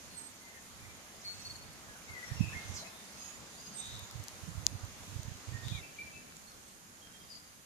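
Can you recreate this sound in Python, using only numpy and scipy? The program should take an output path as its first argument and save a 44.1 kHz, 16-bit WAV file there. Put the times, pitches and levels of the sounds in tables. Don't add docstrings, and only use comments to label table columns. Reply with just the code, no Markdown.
import sys
import numpy as np
from scipy import signal
from scipy.fft import rfft, irfft, next_fast_len
from scipy.io import wavfile
from scipy.ndimage import uniform_filter1d, map_coordinates

SR = 44100
rng = np.random.default_rng(int(sys.argv[2]) if len(sys.argv) > 2 else 0)


def file_out(sig):
    cols = np.atleast_2d(sig).T
    lim = np.clip(cols, -1, 1)
    pcm = np.round(lim * 32767).astype(np.int16)
    wavfile.write(sys.argv[1], SR, pcm)


def field_ratio(decibels):
    return 10 ** (np.asarray(decibels, dtype=float) / 20)


N = 337365
MOVE_S = 5.806


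def unit(x):
    return x / np.sqrt(np.mean(x ** 2) + 1e-20)


def along(points, hz):
    f, v = np.transpose(points)
    return np.interp(np.log(hz + 1), np.log(f + 1), v)


def wobble(rate_hz, size=N):
    knots = rng.standard_normal(800 if size == N else 48)
    return map_coordinates(knots, [np.arange(size) * rate_hz / SR], mode="mirror")


def filtered(x, response):
    m = next_fast_len(N + SR // 2)
    return irfft(rfft(x, m) * response(np.fft.rfftfreq(m, 1 / SR)), m)[..., :N]


def spans(rows, edge_s):
    t = np.arange(N) / SR
    return [np.clip(np.minimum(t - s, s + length_s - t) / edge_s + 0.5, 0, 1) for s, length_s, *_ in rows]


def bumps(rows):
    t = np.arange(0, N, 32) / SR
    total = sum(top * np.exp(-((t - s) / abs(half_s)) ** 2) for s, half_s, top in rows)
    return np.interp(np.arange(N) / SR, t, total)


def add(track, s, sound, db, pan_db, lag=0):
    pan_db = np.clip(pan_db, -20, 20)
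    for side, sign in enumerate((1, -1)):
        spot = track[side, round(s * SR) + side * lag:][:len(sound)]
        spot += field_ratio(db + sign * pan_db / 2) * sound[:len(spot)]


def clock(length_s):
    return np.arange(int(length_s * SR)) / SR


def whistle(hz, edge, lean):
    size = len(hz)
    u = np.linspace(0, 1, size)
    phase = 2 * np.pi * np.cumsum(hz * (1 + 0.0022 * wobble(82.0, size=size))) / SR
    swell = np.sin(np.pi * u ** lean) ** edge * unit(field_ratio(1.6 * wobble(60, size=size)))
    return swell * (np.sin(phase) + 0.036 * np.sin(2 * phase))


def held_notes():
    # start_s, length_s, pitch_hz, level_db (the same columns below)
    flute = [(0.413, 0.027, 2070, -61), (0.443, 0.1, 2072, -54.5), (0.85, 0.036, 2070, -56.5),
             (0.9, 0.04, 2000, -72), (1.235, 0.12, 2250, -66), (1.33, 0.18, 2620, -69),
             (1.875, 0.063, 1690, -56.5), (2.546, 0.056, 2130, -45), (2.6, .05, 2120, -51),
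             (2.73, .03, 2120, -56), (3.17, 0.13, 2600, -63)]
    # start_s, length_s, pitch_hz, level_db
    rival = [(5.525, 0.1, 1862, -57)]
    # start_s, length_s, pitch_hz, level_db
    tit = [(0.1, 0.13, 4330, -62), (1.247, 0.065, 4400, -44), (1.449, 0.037, 4420, -45),
           (1.497, 0.026, 4423, -46)]
    # start_s, length_s, pitch_hz, level_db
    moved = [(5.807, 0.064, 2657, -56), (5.885, 0.062, 2658, -61), (5.925, .035, 2340, -62),
             (5.986, 0.042, 2351, -40.5), (6.055, 0.045, 2320, -51), (6.125, 0.083, 2626, -57),
             (6.27, 0.046, 2370, -64.5)]
    # start_s, length_s, pitch_hz, level_db
    seep = [(0.145, 0.14, 8356, -58), (3.738, 0.12, 8310, -53.5), (6.585, 0.15, 8220, -76)]
    # start_s, length_s, pitch_hz, level_db
    pipe = [(1.195, 0.06, 5160, -67), (3.2, 0.075, 5030, -61), (3.42, 0.14, 4800, -73),
            (3.6, 0.07, 4970, -62), (3.66, 0.083, 4950, -66), (7.195, 0.09, 4950, -70),
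            (7.285, 0.077, 4990, -59), (7.36, 0.089, 4920, -68)]
    # start_s, length_s, pitch_hz, level_db
    far = [(2.91, 0.13, 3605, -65), (6.47, 0.042, 4315, -59), (7.012, 0.09, 3214, -65.5),
           (7.125, 0.061, 3201, -64), (7.19, 0.077, 3230, -70)]
    # notes, start_pitch_ratio, slide_s, pan_db (left-right), echo_db, right_lag_samples
    singers = [
        (flute, 0.98, 0.004, -3, -5, 15),
        (rival, 0.96, 0.006, -14, -3, 7),
        (tit, 0.99, 0.004, 0, -5, 4),
        (moved, 0.98, 0.004, 2.5, -6, 2),
        (seep, 1.053, 0.0071, -20, -1, 3),
        (pipe, 0.98, 0.008, 11, -3, 8),
        (far, 1.005, 0.014, -2, -3, 11),
    ]
    notes = []
    for rows, scoop, slide_s, pan_db, echo_db, lag in singers:
        for s, length_s, hz, db in rows:
            pitch_hz = hz * (1 + (scoop - 1) * np.exp(-clock(length_s) / slide_s))
            notes.append((s, whistle(pitch_hz, edge=0.43, lean=0.52), db, pan_db, echo_db, lag))
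    return notes


def gliding_notes():
    # start_s, length_s, from_hz, to_hz, level_db
    flute = [(0.182, 0.09, 1900, 1660, -75), (0.54, 0.037, 1933, 1750, -61),
             (0.79, 0.11, 2363, 2330, -64.5), (1.05, 0.076, 1590, 1800, -68.5),
             (1.954, 0.025, 1550, 1410, -56.5), (2.08, 0.076, 2183, 2024, -53),
             (2.15, 0.079, 1988, 1940, -51), (2.225, 0.05, 1984, 1923, -59), (2.25, 0.078, 1930, 1775, -58),
             (2.365, 0.025, 2750, 2720, -54), (2.41, .03, 2760, 2640, -58), (2.527, 0.03, 1720, 2115, -48),
             (2.825, 0.015, 600, 715, -51), (2.84, 0.034, 2040, 2190, -60), (2.85, 0.031, 2490, 2630, -57),
             (2.85, 0.035, 1730, 1790, -63), (2.55, 0.027, 1960, 2050, -58), (5.825, 0.02, 2250, 2490, -53),
             (6.1, 0.03, 2360, 2570, -69)]
    # start_s, length_s, from_hz, to_hz, level_db
    rival = [(5.722, 0.085, 2460, 2050, -56.5)]
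    # start_s, length_s, from_hz, to_hz, level_db
    warbler = [(1.21, 0.015, 5400, 6350, -63), (1.31, 0.23, 8340, 7570, -74),
               (1.413, 0.02, 5400, 6700, -60), (3.18, 0.049, 6300, 6580, -58.5),
               (3.215, 0.063, 6600, 6680, -57), (3.29, 0.12, 6750, 7200, -65.5),
               (3.54, 0.06, 7050, 6740, -66), (3.6, 0.048, 6680, 6560, -62), (3.66, 0.042, 6560, 6240, -65),
               (3.772, 0.017, 7260, 5800, -59), (3.846, 0.018, 7270, 6600, -64),
               (4.03, 0.014, 6500, 7000, -60), (4.042, 0.0081, 7120, 6530, -61),
               (6.64, 0.099, 8350, 8260, -76)]
    # start_s, length_s, from_hz, to_hz, level_db
    pipe = [(2.24, 0.2, 5600, 5500, -60), (3.535, 0.032, 3500, 4570, -63), (3.57, .03, 4600, 4950, -58),
            (3.791, 0.02, 6000, 4840, -70), (7.295, 0.042, 4980, 4420, -53), (7.335, 0.02, 4560, 5100, -60)]
    # start_s, length_s, from_hz, to_hz, level_db
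    plunges = [(1.228, 0.022, 3620, 4380, -61), (1.427, 0.022, 3250, 4380, -60)]
    # start_s, length_s, from_hz, to_hz, level_db
    alarm = [(2.722, 0.036, 6570, 4750, -54), (2.74, 0.012, 7770, 7470, -52),
             (2.748, 0.027, 7540, 4300, -46), (2.773, 0.014, 4330, 4020, -49.5),
             (2.785, 0.027, 4050, 3900, -54), (2.778, 0.043, 6500, 6360, -56)]
    # notes, pan_db (left-right), echo_db, bend (over 1 speeds up), right_lag_samples
    singers = [
        (flute, 9, -4, 1.05, 10),
        (rival, -19, -11, 1.9, 0),
        (warbler, -20, -3.5, 0.95, 3),
        (pipe, 7, -3.5, 1.05, 11),
        (plunges, 0, -15, 0.7, 7),
        (alarm, -1.5, -3, 1.1, 7),
    ]
    notes = []
    for rows, pan_db, echo_db, bend, lag in singers:
        for s, length_s, from_hz, to_hz, db in rows:
            pitch_hz = from_hz + (to_hz - from_hz) * (clock(length_s) / length_s) ** bend
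            notes.append((s, whistle(pitch_hz, edge=0.12, lean=0.9), db, pan_db, echo_db, lag))
    return notes


def burred_notes():
    # start_s, length_s, centre_hz, swing_hz, level_db
    burrs = [
        (2.393, 0.17, 2540, 200, -52),
        (3.764, 0.25, 3676, 322, -53.5),
        (5.628, 0.26, 3572, 423, -53),
    ]
    pan_db, echo_db, lag = 4.5, -2.5, 14
    notes = []
    for s, length_s, centre_hz, swing_hz, db in burrs:
        t = clock(length_s)
        cycle = np.cumsum(105 * field_ratio(2.3 * wobble(61.2, size=len(t)))) / SR % 1
        sweep = 1 - 2 * cycle ** 1.3 + 0.227 * wobble(89.9, size=len(t))
        sweep *= np.minimum(1, 0.35 + 3 * t / length_s)
        tone = whistle(centre_hz + swing_hz * sweep, edge=0.59, lean=0.68)
        notes.append((s, 1.49 * np.sin(np.pi * cycle) * tone, db, pan_db, echo_db, lag))
    return notes


def birds():
    direct, sent = np.zeros((2, 2, N)), np.zeros((2, 2, N))
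    for s, note, db, pan_db, echo_db, lag in held_notes() + gliding_notes() + burred_notes():
        spot = int(s + len(note) / SR / 2 > MOVE_S)
        add(direct[spot], s, note, db + 0.5, pan_db, lag=lag)
        add(sent[spot], s, note, db + 6.0 + echo_db, pan_db)
    return direct, sent


def echoes(x):
    # pitch_hz, t60_s
    trunks_t60 = [(1500, 0.81), (4500, 0.74), (9000, 0.33)]
    near_db, near_t60_s = 2, 0.16
    hop, out = SR // 3, np.zeros((2, N + 2 * SR))
    for start in range(0, N, hop):
        piece = x[:, start:start + hop]
        if not piece.any():
            continue
        hz, t, z = signal.stft(rng.standard_normal((2, SR * 3 // 4)), SR, nperseg=256)
        decay = field_ratio(-60 * t / along(trunks_t60, hz)[:, None]) + field_ratio(near_db - 60 * t / near_t60_s)
        tail = signal.istft(z * decay, SR, nperseg=256)[1]
        piece = 0.86 * piece + 0.14 * piece[::-1]
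        wet = signal.fftconvolve(piece, tail / np.linalg.norm(tail[0]), axes=1)
        wet *= np.linalg.norm(piece, axis=1, keepdims=True) / np.linalg.norm(wet, axis=1, keepdims=True)
        out[:, start + 300:][:, :wet.shape[1]] += wet
    return out[:, :N]


def chorus():
    direct, sent = birds()
    early = np.arange(N) < MOVE_S * SR
    wet = echoes(sent[0]) * early + echoes(sent[1])
    flutter_db = 3 * np.array([wobble(45), wobble(45)])
    return np.where(early, *direct) + wet * field_ratio(flutter_db)


def wind():
    # centre_s, peak_db, pitch_hz
    eddies = [(2.321, -22, 101), (2.36, -31, 130), (2.394, -35, 100), (2.41, -11, 163), (2.428, -38, 130),
              (2.44, -25, 140), (2.454, -30, 98), (2.481, -29, 108), (2.53, -33, 112), (2.566, -29, 107),
              (2.661, -37, 82.5), (2.7, -28.5, 88.5), (3.941, -32.5, 96), (4.03, -38, 96),
              (4.159, -27.5, 103), (4.203, -29, 93.5), (4.438, -33, 120), (4.478, -38, 170),
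              (4.52, -38, 85), (4.583, -25.5, 95), (4.632, -35.5, 129), (4.679, -40, 95), (4.734, -32, 94),
              (4.876, -42, 80), (5.13, -33, 100), (5.255, -36, 105), (5.36, -40, 80), (5.49, -31.5, 95),
              (5.589, -33, 95), (5.64, -47, 100), (4.489, -26.5, 140), (4.554, -34, 132), (4.595, -28, 102),
              (4.754, -32, 91), (4.839, -27, 91), (5.01, -36, 95), (5.165, -25, 98), (5.197, -27, 105),
              (5.285, -28, 124), (5.318, -29.5, 107), (5.524, -26.5, 93), (5.549, -26.5, 101),
              (5.671, -25, 104), (5.723, -24, 133), (5.753, -26.5, 109), (5.788, -32, 130)]
    # centre_s, peak_db
    puffs = [
        (0.79, -44),
        (1.89, -28),
        (2.11, -32),
        (7.26, -37),
    ]
    # start_s, length_s, level_db
    spells = [(0, 0.28, -64), (0.74, 0.27, -56), (1.223, 0.52, -57.5), (2.052, 0.3, -61.5),
              (2.28, 0.52, -53), (3.862, 0.52, -57), (4.41, 0.35, -55), (4.84, 0.31, -54.5),
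              (5.103, 0.34, -62), (5.486, 0.33, -50), (5.844, 0.62, -70)]
    # pitch_hz, level_db per Hz
    buffet_tone = [(20, -28), (45, -7), (100, 5), (170, -13), (300, -18), (600, -51)]
    swell_db, swell_half_s = -19.5, 0.026
    calm_db, spell_edge_s = -69.5, 0.079
    swells = bumps([(s, swell_half_s, field_ratio(db + swell_db)) for s, db, *_ in [*eddies, *puffs]])
    steady = sum(field_ratio(row[2]) * on for row, on in zip(spells, spans(spells, spell_edge_s)))
    gust = field_ratio(calm_db) + swells + steady
    noise = filtered(rng.standard_normal((2, N)), lambda hz: field_ratio(along(buffet_tone, hz)))
    port = np.zeros((2, N))
    t = np.arange(-2000, 2000) / SR
    for s, db, hz in eddies:
        eddy = np.exp(-(t * hz / 0.61) ** 2) * np.cos(2 * np.pi * hz * t + rng.normal(-0.72, 0.37))
        add(port, s - 2000 / SR, eddy, db - 12.5, -20)
    lumps = unit(noise * field_ratio(2.5 * wobble(18)))
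    return port * field_ratio([[-14], [0]]) + lumps * gust * field_ratio([[-20], [0]])


def case_ring(t, hz, side):
    body_hz = 2120
    v = t - 0.0006
    late = v - 0.00007 * side
    modes = np.cos(2 * np.pi * hz * (1 + 0.12 * side) * late)
    modes += (0.06 + 0.2 * side) * np.cos(2 * np.pi * 2.1 * hz * late)
    modes += 0.1 * np.cos(2 * np.pi * 1.75 * hz * v)
    modes += 0.25 * np.cos(2 * np.pi * 0.72 * hz * v + rng.normal(0, 0.5))
    spread_s = np.where(v < 0, 0.00017 + 0.00016 * side, 0.00022 + 0.00022 * side)
    ring = modes / 1.3 * np.exp(-(v / spread_s) ** 2)
    u = np.maximum(t - 0.0004, 0)
    late_mode = np.sin(2 * np.pi * 1.32 * hz * t + rng.uniform(0, 14.0))
    ring += 0.074 * late_mode * field_ratio(-60 * u / 0.0019) * np.minimum(1, u / 0.0015)
    ring += 0.081 * np.sin(2 * np.pi * body_hz * u) * field_ratio(-60 * u / 0.0018)
    push = np.sin(np.pi * t / t[-1]) * np.exp(-t / 0.002)
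    return ring + 0.032 * push


def ticks():
    # start_s, peak_db, pan_db (left-right), ring_hz, snap_db
    clicks = [(.195, -38, -5, 6300, -14), (.452, -44, -5, 6300, -14), (1.564, -40, -3, 6600, -7),
              (1.735, -45, -3, 7730, -4), (3.638, -53, -6, 6540, 2), (3.9922, -39, 1, 3720, 3),
              (4.11, -33, -2, 4450, -2), (4.2382, -40, 6, 6350, 4), (4.282, -30, 9, 5500, -4.5),
              (4.6654, -6.6, 11, 5900, -26), (4.8497, -41.5, -16, 6070, -5), (5.0335, -41, 4, 6350, -9),
              (5.231, -34.5, -9, 5960, -11), (5.3714, -45, -2.5, 6860, -12), (5.682, -31.5, 8, 3300, -3.5),
              (6.322, -40, 3, 1890, -23), (6.367, -34.5, -7, 6460, -28), (6.44, -45, -7, 6000, -8),
              (6.518, -41, -1, 5000, -8), (7.05, -43, -3, 5960, -10), (7.071, -42, 4, 2580, -16),
              (7.123, -44, 0, 6600, -12)]
    case, t = np.zeros((2, N)), np.arange(220) / SR
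    u = np.maximum(t - 0.0004, 0)
    snap_rise = np.minimum(1, u / 0.000052)
    for s, db, pan_db, hz, snap_db in clicks:
        for side, sign in enumerate((1, -1)):
            ring = case_ring(t, hz, side)
            noise = np.diff(rng.standard_normal(len(t) + 1))
            snap = noise * field_ratio(snap_db - 60 * u / 0.0042) * snap_rise
            at = round((s + 0.00086) * SR) + 3 * side
            case[side, at:at + len(t)] += field_ratio(db + sign * pan_db / 2) * (ring + snap)
    return case


def air():
    # time_s, level_db
    breeze = [(0.0, -62.5), (0.62, -64), (0.96, -62.5), (1.96, -62.5), (2.24, -59), (2.73, -58.5),
              (2.94, -62), (4.88, -60.5), (5.32, -62), (5.65, -60), (5.8, -62), (6.75, -67), (7.22, -65.5),
              (7.65, -68)]
    # centre_s, half_width_s, rise_db
    stirs = [
        (.1, 0.27, 1.8),
        (1.4, 0.19, 2.9),
        (2.72, 0.25, 3),
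        (3.2, 0.13, 2.5),
        (3.9, 0.13, 5.2),
        (5.15, 0.15, 2.9),
        (5.7, .08, 4.3),
        (6.4, 0.17, 1.3),
        (7.3, 0.16, 0.74),
    ]
    # pitch_hz, level_db per Hz
    left_tone = [(30, -43), (60, -23), (110, -25.5), (200, -21), (350, -28), (700, -29), (1300, -30.5),
                 (2800, -35), (4200, -33.5), (5500, -35), (6600, -40.5), (8000, -44), (10500, -45.5),
                 (14400, -48)]
    # pitch_hz, level_db per Hz
    right_tone = [(30, -25.5), (60, -27), (110, -32.5), (200, -23), (350, -31.5), (700, -31), (1300, -30),
                  (2800, -33.5), (4200, -36.5), (5500, -35), (6600, -28), (8000, -38.5), (10500, -44),
                  (14400, -48)]
    # pitch_hz, likeness
    alike = [(60, 0.96), (250, 0.69), (700, 0.67), (1500, 0.14), (2500, 0.11), (4500, 0.013)]
    # pitch_hz, lead_rad
    lead = [(100, 0.082), (1200, 0.93), (1700, 2.76), (2200, 7.3), (4000, 10.7)]
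    rush_db = np.interp(np.arange(N) / SR, *np.transpose(breeze))
    leaves_db = -63.5 + 0.89 * (rush_db + 62.5) + bumps(stirs)

    z = signal.stft(rng.standard_normal((2, N)), nperseg=512)[2]
    patches = uniform_filter1d(rng.standard_normal(z.shape[1:]), 6, 0)
    patches = uniform_filter1d(patches, 14, 1)
    pair = signal.istft(z * field_ratio(1.0 * unit(patches)), nperseg=512)[1][:, :N]

    def mid_side_gain(hz):
        angle = np.arccos(np.clip(along(alike, hz), -1, 1)) / 2
        return np.array([np.cos(angle), np.sin(angle)])

    mid, side = filtered(pair, mid_side_gain)
    first = filtered(mid - side, lambda hz: np.exp(-1j * along(lead, hz)))
    second = np.roll(mid - side, -15)
    right = np.where(np.arange(N) < MOVE_S * SR, first, second)
    ports = filtered(np.array([mid + side, right]),
                     lambda hz: field_ratio([along(left_tone, hz), along(right_tone, hz)]))
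    rush = filtered(ports, lambda hz: 1 / (1 + (hz / 3000) ** 2) / (1 + (200 / (hz + 1)) ** 2))
    hiss = filtered(ports, lambda hz: 1 / (1 + (9000 / (hz + 1)) ** 4))
    hum = filtered(ports, lambda hz: 1 / (1 + (hz / 200) ** 2))
    leaves = ports - rush - hiss - hum
    flutter_db = 0.7 * wobble(4.2)
    drone = field_ratio(2 * wobble(3)) * hum
    moving = field_ratio(rush_db + 63) * rush + field_ratio(leaves_db + 63.5 + flutter_db) * leaves
    ends = field_ratio(0.3 * (leaves_db + 78.0)) * hiss + field_ratio(0.27 * (rush_db + 57.5)) * drone
    return field_ratio(-17) * (moving + ends)


def buzz():
    # pitch_hz, level_db
    buzz_tone = [(5000, -40), (6500, -6), (8500, -6), (9600, 0), (10700, 0), (11600, -7), (12300, -6),
                 (14500, -16)]
    # start_s, length_s, drop_db
    pauses = [
        (.0, 0.1, 3),
        (.7, 0.46, 2),
        (1.612, 0.33, 2.5),
        (3.4, .1, 12),
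        (3.69, 0.59, 8),
        (4.744, 0.23, 8),
        (5.19, 0.57, 11),
    ]
    pulse_hz = 650 / 3
    t = np.arange(N) / SR
    buzz_db = np.where(t < MOVE_S, -59, -62.5)
    buzz_db = buzz_db - sum(row[2] * on for row, on in zip(pauses, spans(pauses, 0.048)))
    comb = np.zeros(N)
    for k in range(26, 67):
        gain = field_ratio(along(buzz_tone, k * pulse_hz) + rng.uniform(-1.1, 1))
        comb += gain * np.sin(2 * np.pi * k * pulse_hz * t + rng.uniform(0, 1.6))
    frame = SR // 50
    sending = np.repeat(rng.random(N // frame + 1) > 0.3, frame)[:N] | (t > 2.76)
    gate = uniform_filter1d(sending * 1.0, size=200)
    return field_ratio(buzz_db - 1.0) * unit(comb) * gate * field_ratio([[-30], [0]])


def scene():
    case = filtered(ticks(), lambda hz: (1j * hz / (120 + 1j * hz)) / (1 + (hz / 13800) ** 12))
    return case + filtered(chorus() + wind() + air() + buzz(), lambda hz: hz < 14520)


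def roll_off(x):
    return signal.sosfilt(signal.butter(12, 15450, fs=SR, output="sos"), x)


def record(dry):
    coloured = filtered(dry, lambda hz: 1j * hz / (25 + 1j * hz))
    rounded = filtered(coloured, lambda hz: 1 / (1 + (hz / 16000) ** 40))
    return roll_off(rounded)


dry = scene()
out = record(dry)
file_out(out)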